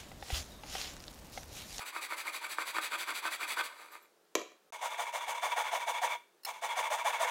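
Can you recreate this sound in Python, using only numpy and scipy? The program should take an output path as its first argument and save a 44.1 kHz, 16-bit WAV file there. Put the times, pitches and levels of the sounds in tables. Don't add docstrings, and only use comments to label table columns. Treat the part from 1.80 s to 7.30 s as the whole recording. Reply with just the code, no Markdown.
import sys
import numpy as np
from scipy import signal
from scipy.fft import rfft, irfft
from scipy.io import wavfile
from scipy.ndimage import uniform_filter1d

SR = 44100
rng = np.random.default_rng(int(sys.argv[2]) if len(sys.argv) > 2 else 0)


def master(y):
    cut = np.clip(np.atleast_2d(y).T, -1, 1)
    pcm = np.round(cut * 32767)
    wavfile.write(sys.argv[1], SR, pcm.astype(np.int16))


N = 242550

# (start [s], cut length [s], return length [s], cut force [dB], return force [dB])
BENCH_STROKES = [(-.04, 0.086, .073, -3, -3.5), (.118, 0.086, 0.075, -2, -1), (.278, .081, 0.078, -1.5, -1),
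                 (.431, 0.085, 0.084, -0.5, -1.5), (.6, 0.081, 0.082, -1.5, -0.5),
                 (.761, 0.088, 0.079, -0.5, -1), (.925, 0.078, 0.089, 1.5, 2.5), (1.095, .076, 0.082, 2, 2),
                 (1.255, .076, .082, 2, 1.5), (1.413, 0.083, .08, 2, 1), (1.577, 0.087, 0.093, 1, 3),
                 (1.756, 0.069, .06, 4.5, -3)]
# (start [s], cut length [s], return length [s], cut force [dB], return force [dB])
VISE_STROKES = [(2.911, .07, .046, -11, -14), (3.012, .08, .079, -2, -1.5), (3.172, .077, 0.067, -2, -2),
                (3.323, 0.074, 0.072, -2, -2), (3.468, 0.066, .08, -0.5, -2),
                (3.614, .076, 0.065, -0.5, 1.5), (3.757, 0.078, .08, 1, 1.5),
                (3.912, 0.076, 0.073, 1, -0.5), (4.064, .064, 0.081, 0, 0), (4.213, .065, .093, 2.5, 1.5),
                (4.655, .07, .086, -6.5, -10), (4.815, 0.066, 0.077, -2, 0.5),
                (4.957, 0.069, 0.067, 1, 2.5), (5.099, 0.071, 0.066, 2, 1.5), (5.241, 0.076, 0.075, 2, 3.5),
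                (5.393, 0.07, .062, 3.5, 4.5)]
# (time [s], level [dB])
TOOTH_CATCHES = [(.1622, -12), (.3212, -12.5), (.477, -29), (.7833, -7), (.965, -10), (.983, -7.5),
                 (1.452, -9.5), (1.7705, -14), (1.7955, -13)]
# (frequency [Hz], width [Hz], level [dB])
CUE_ON_BENCH_MODES = [(322.6, 36, -8), (480, 28, -7), (584, 31, -4.5), (712, 73, -6.5), (942, 73, 1.5),
                      (1185, 105, 2.5), (1320, 160, -1), (1528, 122, -0.5), (1820, 47, -3)]
# (frequency [Hz], width [Hz], level [dB])
CUE_IN_VISE_MODES = [(502.5, 28, -8.5), (613, 70, -6.5), (717, 103, -5), (846, 39, -0.5), (1110, 70, -9.5),
                     (1448, 26, -5.5), (1430, 170, -12.5), (1912, 136, -11.5)]
# (frequency [Hz], width [Hz], level [dB])
BLADE_ON_BENCH_MODES = [(953, 36, -23), (2140, 173, 6), (2365, 150, 5.5), (2543, 63, 4), (2810, 310, -10),
                        (3440, 300, -9.5), (4630, 270, -8), (7500, 130, -8.5), (10240, 220, -14)]
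# (frequency [Hz], width [Hz], level [dB])
BLADE_IN_VISE_MODES = [(944, 47.7, 2.5), (2182, 103, -5.5), (2340, 70, -7), (2615, 154, -14),
                       (2920, 490, -22), (3320, 32, -9), (3516, 88, -11), (3605, 6.7, -14)]
# (frequency [Hz], spectrum level [dB])
BENCH_HISS_SPECTRUM = [(150, -18), (300, -6), (900, 5.5), (2400, 8), (3000, 1.5), (4000, -4.5),
                       (4700, -3.5), (5400, -7), (6000, -2), (7300, -7.5), (8100, 0), (9300, -4),
                       (10300, -0.5), (11500, -3), (15800, -6)]
# (frequency [Hz], spectrum level [dB])
VISE_HISS_SPECTRUM = [(60, -13), (200, -16.5), (330, -8.5), (600, 14), (1500, 0), (3000, 6), (4200, -1.5),
                      (5400, -2.5), (6200, 5.5), (7600, 0), (9500, 0), (10600, -8), (15800, -10.5)]
# (frequency [Hz], width [Hz], level [dB])
KERF_MODES = [(994, 46, 6.5), (3430, 220, 6)]
# (time [s], scrape level [dB])
DRAW_OUT_SCRAPE = [(1.88, -49.5), (1.952, -53.5), (2.016, -46.5), (2.1, -56.5), (2.14, -45.5), (2.162, -49),
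                   (2.192, -59.5), (2.262, -63.5), (2.27, -78)]
# (share of the cut [0-1], slip rate [1/s], relative scatter of that rate [0-1], level [dB])
BLADE_BINDS = [(.26, 713, 0.04, -36), (0.558, 957, 0.04, -36.5)]
# (time [s], level [dB])
BLADE_PLUCKS = [(2.121, -29), (2.225, -36), (2.26, -49)]
# (frequency [Hz], width [Hz], level [dB])
FREE_BLADE_MODES = [(3900, 5, -4), (6400, 2.6, -2), (7300, 5.7, -2), (9200, 8.8, -7), (12100, 12, -1),
                    (13400, 34, -3)]
# (time [s], level [dB])
TOOTH_TICKS = [(4.634, -24), (4.6495, -10), (4.651, -15.5)]
# (frequency [Hz], width [Hz], level [dB])
TEETH_MODES = [(1507, 1330, -8), (2950, 430, -8), (4203, 89, 10), (5410, 90, 3), (7600, 200, -20),
               (10570, 1400, -9.5), (12900, 180, -1), (15030, 3300, -10.5)]
# (time [s], level [dB])
BENCH_KNOCKS = [(2.5524, 1), (2.5546, -9), (2.595, -17.5), (2.615, -16.5), (2.719, -30)]
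# (frequency [Hz], width [Hz], level [dB])
BENCH_TOP_MODES = [(313, 80, 3.5), (436, 130, 4.5), (635, 180, 2.5), (746, 69, 1.5), (1003, 180, -2.5),
                   (1190, 223, 2.5), (1780, 550, -9), (2370, 370, -3), (2940, 470, -8.5), (3660, 610, -8),
                   (4600, 560, -13), (5730, 770, -10.5), (7330, 530, -9), (10200, 1150, -19),
                   (13400, 510, -18)]
# (frequency [Hz], width [Hz], level [dB])
BENCH_FRAME_MODES = [(65, 63, -1), (110, 60, -2)]
# (frequency [Hz], time to fall by 60 dB [s])
ROOM_DECAY = [(200, 0.3), (1000, 0.3), (3000, 0.43), (8000, 0.29), (16000, 0.39)]
# (frequency [Hz], spectrum level [dB])
FLOOR_SPECTRUM = [(18, -66), (30, -24), (130, -35), (161, -12.5), (264, -15), (344, -3.5), (372, -5),
                  (402, -2.5), (1060, -12.5), (1660, -13), (2150, -19), (3940, -19.5), (15800, -27)]

# (moment of top speed as a share of the stroke, wood [dB], blade [dB], hiss [dB])
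BENCH_CUT, BENCH_RETURN = (.64, -39.5, -43, -47.5), (.48, -49.5, -45, -43.5)
VISE_CUT, VISE_RETURN = (.5, -39, -37, -44.5), (.35, -46, -38, -52)
WOOD_PER_FORCE, BLADE_PER_FORCE, HISS_PER_FORCE = 1.36, 1, .78
TURN_S = .004
DRAW_OUT_MIX_DB = (-.87, -6.5, -11.5)
DRAW_OUT_FADE_S = .0086
KERF_DB, KERF_DB_PER_S, KERF_FULL_S = -6, 16, 1
BITE_DELAY_S, BITE_DECAY_S, BITE_DB = .017, .012, -43
BIND_SCATTER_SHARE = .0389
FLOOR_DB = -69.5
DROPOUT_START_S, DROPOUT_END_S, CUTOFF_HZ = 2.905, 2.9235, 15900


def saw_on_bench():
    speed, drives = arm(BENCH_STROKES, BENCH_CUT, BENCH_RETURN,
                        wood_power=1.03, blade_power=1.54, hiss_power=1.37)
    wood, blade, hiss = drives + draw_out()
    teeth = tooth_strikes(speed, teeth_per_s=1500, wobble=.2, spread_db=6)
    grip = from_db(drift(58))
    rattle = rms_one(teeth + .93 * grains(per_s=900, spread_db=7))
    jolts = crunch(blows(TOOTH_CATCHES), above_hz=1530, decay_s=.00041)

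    cue_force = from_db(-4) * wood * grip * rattle + jolts
    cue = resonate(cue_force, CUE_ON_BENCH_MODES, low_hz=255)

    blade_force = from_db(-2.5) * blade * grip * teeth + from_db(-8.5) * jolts
    steel = resonate(blade_force, BLADE_ON_BENCH_MODES, low_hz=740)
    steel = steel + kerf(blade * grip * grains(per_s=2000, spread_db=3))

    tearing = colour(grains(per_s=7000, spread_db=5.5) + .28 * teeth, BENCH_HISS_SPECTRUM)
    fibres = shimmer(tearing, ring_db=-3.5, width_hz=180)
    flutter = from_db(.79 * drift(81))
    return cue + steel + from_db(2.5) * hiss * flutter * fibres


def saw_in_vise():
    speed, (wood, blade, hiss) = arm(VISE_STROKES, VISE_CUT, VISE_RETURN,
                                     wood_power=.91, blade_power=.63, hiss_power=1.02)
    teeth = tooth_strikes(speed, teeth_per_s=1150, wobble=.1, spread_db=5)
    grip = from_db(1.1 * drift(47))
    rasp = rms_one(teeth + 1.86 * grains(per_s=1000, spread_db=2.5))

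    cue_force = from_db(-.35) * (wood + bites()) * grip * rasp
    cue = resonate(cue_force, CUE_IN_VISE_MODES, low_hz=435) + judders(length_s=.014)
    steel = resonate(from_db(-1.37) * blade * grip * rasp, BLADE_IN_VISE_MODES, low_hz=583)

    tearing = colour(grains(per_s=7000, spread_db=3) + .29 * teeth, VISE_HISS_SPECTRUM)
    fibres = shimmer(tearing, ring_db=-13.5, width_hz=120)
    fibres = brighten(fibres, hiss, above_hz=9300, top_db=2, power=.17)
    flutter = from_db(.42 * drift(140))
    return cue + steel + from_db(3.5) * hiss * flutter * fibres


def arm(strokes, cut, back, wood_power, blade_power, hiss_power):
    t, speed, drives = np.arange(N) / SR, np.zeros(N), np.zeros((3, N))
    powers = np.array([[wood_power], [blade_power], [hiss_power]])
    per_force = np.array([WOOD_PER_FORCE, BLADE_PER_FORCE, HISS_PER_FORCE])
    for cut_start, cut_s, back_s, cut_db, back_db in strokes:
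        halves = ((cut_start, cut_s, cut_db, cut), (cut_start + cut_s, back_s, back_db, back))
        for start, length, force_db, (fastest, *mix_db) in halves:
            marks = [start - TURN_S, start + fastest * length, start + length + TURN_S]
            now = slice(*np.searchsorted(t, [marks[0], marks[-1]]))
            swing = np.abs(np.sin(np.pi * np.interp(t[now], marks, [0, .5, 1])))
            speed[now] = np.maximum(speed[now], swing)
            gains = from_db(np.array(mix_db) + per_force * force_db)
            drives[:, now] += gains[:, None] * swing ** powers
    return speed, drives


def tooth_strikes(speed, teeth_per_s, wobble, spread_db):
    rate = teeth_per_s * (.3 + .7 * speed) * np.exp(wobble * drift(60))
    passed = np.cumsum(rate) / SR
    sizes = from_db(spread_db * np.clip(rng.standard_normal(N), -2, 2))
    clicks = np.diff(np.floor(passed), prepend=0) * sizes
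    return rms_one(clicks - uniform_filter1d(clicks, size=200))


def draw_out():
    t, (s, db) = np.arange(N) / SR, np.transpose(DRAW_OUT_SCRAPE)
    touching = np.clip(1 + np.minimum(t - s[0], s[-1] - t) / DRAW_OUT_FADE_S, 0, 1)
    scrape = from_db(np.interp(t, s, db)) * touching
    return from_db(DRAW_OUT_MIX_DB)[:, None] * scrape


def kerf(force):
    t = np.arange(N) / SR
    grip = from_db(KERF_DB + KERF_DB_PER_S * np.minimum(t - KERF_FULL_S, 0))
    grip = grip * (t < DRAW_OUT_SCRAPE[0][0])
    return resonate(grip * force, KERF_MODES, low_hz=700)


def bites():
    t, load = np.arange(N) / SR, np.zeros(N)
    for start, _, _, force_db, _ in VISE_STROKES:
        since = t - start - BITE_DELAY_S
        level = from_db(BITE_DB + WOOD_PER_FORCE * force_db)
        load += level * np.exp(-np.abs(since) / BITE_DECAY_S) * (since > 0)
    return load


def judders(length_s):
    t, out = np.arange(N) / SR, np.zeros(N)
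    for start, cut_s, _, force_db, _ in VISE_STROKES:
        for share, hz, scatter, db in BLADE_BINDS:
            late, faster = rng.normal(0, [BIND_SCATTER_SHARE, scatter])
            centre = start + (share + late) * cut_s
            now = slice(*np.searchsorted(t, [centre - length_s, centre + length_s]))
            since = t[now] - centre
            swell = from_db(db + WOOD_PER_FORCE * force_db) * np.cos(np.pi / 2 * since / length_s) ** 2
            slips = np.sin(2 * np.pi * (hz * (1 + faster) * since + rng.random()))
            out[now] += swell * np.sqrt(2) * slips
    return out


def shimmer(x, ring_db, width_hz, count=28):
    pitches = np.geomspace(3900, 14000, count) * rng.uniform(.81, 1.03, count)
    modes = [(hz, width_hz, -20 * np.log10(hz)) for hz in pitches]
    ring = rms_one(resonate(rng.standard_normal(N), modes, low_hz=3120))
    return rms_one(x + from_db(ring_db) * ring)


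def brighten(x, drive, above_hz, top_db, power):
    dull = signal.sosfiltfilt(signal.butter(4, above_hz, fs=SR, output="sos"), x)
    return dull + from_db(top_db) * (drive / drive.max()) ** power * (x - dull)


def blade_singing():
    return resonate(from_db(-1) * blows(BLADE_PLUCKS), FREE_BLADE_MODES, low_hz=2000)


def tooth_ticks():
    return resonate(crunch(blows(TOOTH_TICKS), above_hz=990, decay_s=.005), TEETH_MODES, low_hz=585)


def bench_knock():
    return resonate(crunch(blows(BENCH_KNOCKS), above_hz=1800, decay_s=.0027), BENCH_TOP_MODES, low_hz=203)


def bench_thud():
    return from_db(-43) * resonate(blows(BENCH_KNOCKS), BENCH_FRAME_MODES, low_hz=30)


def crunch(force, above_hz, decay_s):
    t = np.arange(SR // 20) / SR
    spray = rng.standard_normal(len(t)) * np.exp(-t / decay_s)
    hardness = (force / force.max()) ** .26
    spray = signal.fftconvolve(force * hardness, spray / np.linalg.norm(spray))[:N]
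    push = signal.lfilter(*signal.butter(2, above_hz, fs=SR), force)
    return push + signal.lfilter(*signal.butter(2, above_hz, "high", fs=SR), spray)


def blows(events):
    force = np.zeros(N)
    for s, db in events:
        force[round(s * SR)] += from_db(db)
    return force


def grains(per_s, spread_db):
    sizes = from_db(spread_db * np.clip(rng.standard_normal(N), -2, 2)) * rng.choice([-1, 1], N)
    return rms_one(sizes * (rng.random(N) < per_s / SR))


def resonate(force, modes, low_hz):
    t, ring = np.arange(SR // 2) / SR, 0
    for k, (hz, width, db) in enumerate(modes):
        decay = np.exp(-np.pi * width * t)
        ring = ring + (-1) ** k * from_db(db) * width * decay * np.cos(2 * np.pi * hz * t)
    ring = signal.sosfilt(signal.butter(4, low_hz, "high", fs=SR, output="sos"), ring)
    return signal.fftconvolve(force, ring / np.linalg.norm(ring))[:N]


def workshop(x, wet_db, treble_db, delay_s):
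    t, tail = np.arange(SR // 2) / SR, 0
    edges = np.geomspace(100, 18000, 9)
    for low, high in zip(edges, edges[1:]):
        hz = np.sqrt(low * high)
        band_filter = signal.butter(2, [low, high], "band", fs=SR, output="sos")
        band = signal.sosfilt(band_filter, rng.standard_normal(len(t)))
        tail = tail + band * from_db(-60 * t / at_hz(ROOM_DECAY, hz) + treble_db * hz / edges[-1])
    tail = tail * np.clip(t / delay_s - 1, 0, 1)
    return x + from_db(wet_db) * signal.fftconvolve(x, tail / np.linalg.norm(tail))[:N]


def background():
    return from_db(FLOOR_DB) * colour(rng.standard_normal(N), FLOOR_SPECTRUM)


def colour(x, spectrum):
    gain = from_db(at_hz(spectrum, np.fft.rfftfreq(N, 1 / SR)))
    return rms_one(irfft(rfft(x) * gain, N))


def drift(rate_hz):
    slow = signal.butter(2, rate_hz, fs=SR, output="sos")
    return rms_one(signal.sosfilt(slow, rng.standard_normal(N + SR))[SR:])


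def at_hz(points, hz):
    f, value = np.transpose(points)
    return np.interp(np.log(hz + 1e-9), np.log(f), value)


def from_db(db):
    return 10 ** (np.asarray(db) / 20)


def rms_one(x):
    return x / np.sqrt(np.mean(x ** 2) + 1e-20)


def scene():
    bench = workshop(saw_on_bench() + blade_singing(), wet_db=-12.5, treble_db=-11.5, delay_s=.0027)
    vise = workshop(saw_in_vise() + tooth_ticks(), wet_db=-12.5, treble_db=9, delay_s=.0031)
    knock = workshop(bench_knock(), wet_db=-9, treble_db=-13, delay_s=.0019)
    return (bench + vise + knock + bench_thud() + background())[None]


def record(dry):
    t = np.arange(N) / SR
    live = (t < DROPOUT_START_S) | (t > DROPOUT_END_S)
    return signal.sosfilt(signal.ellip(10, .1, 80, CUTOFF_HZ, fs=SR, output="sos"), dry * live)


dry = scene()
out = record(dry)
master(out)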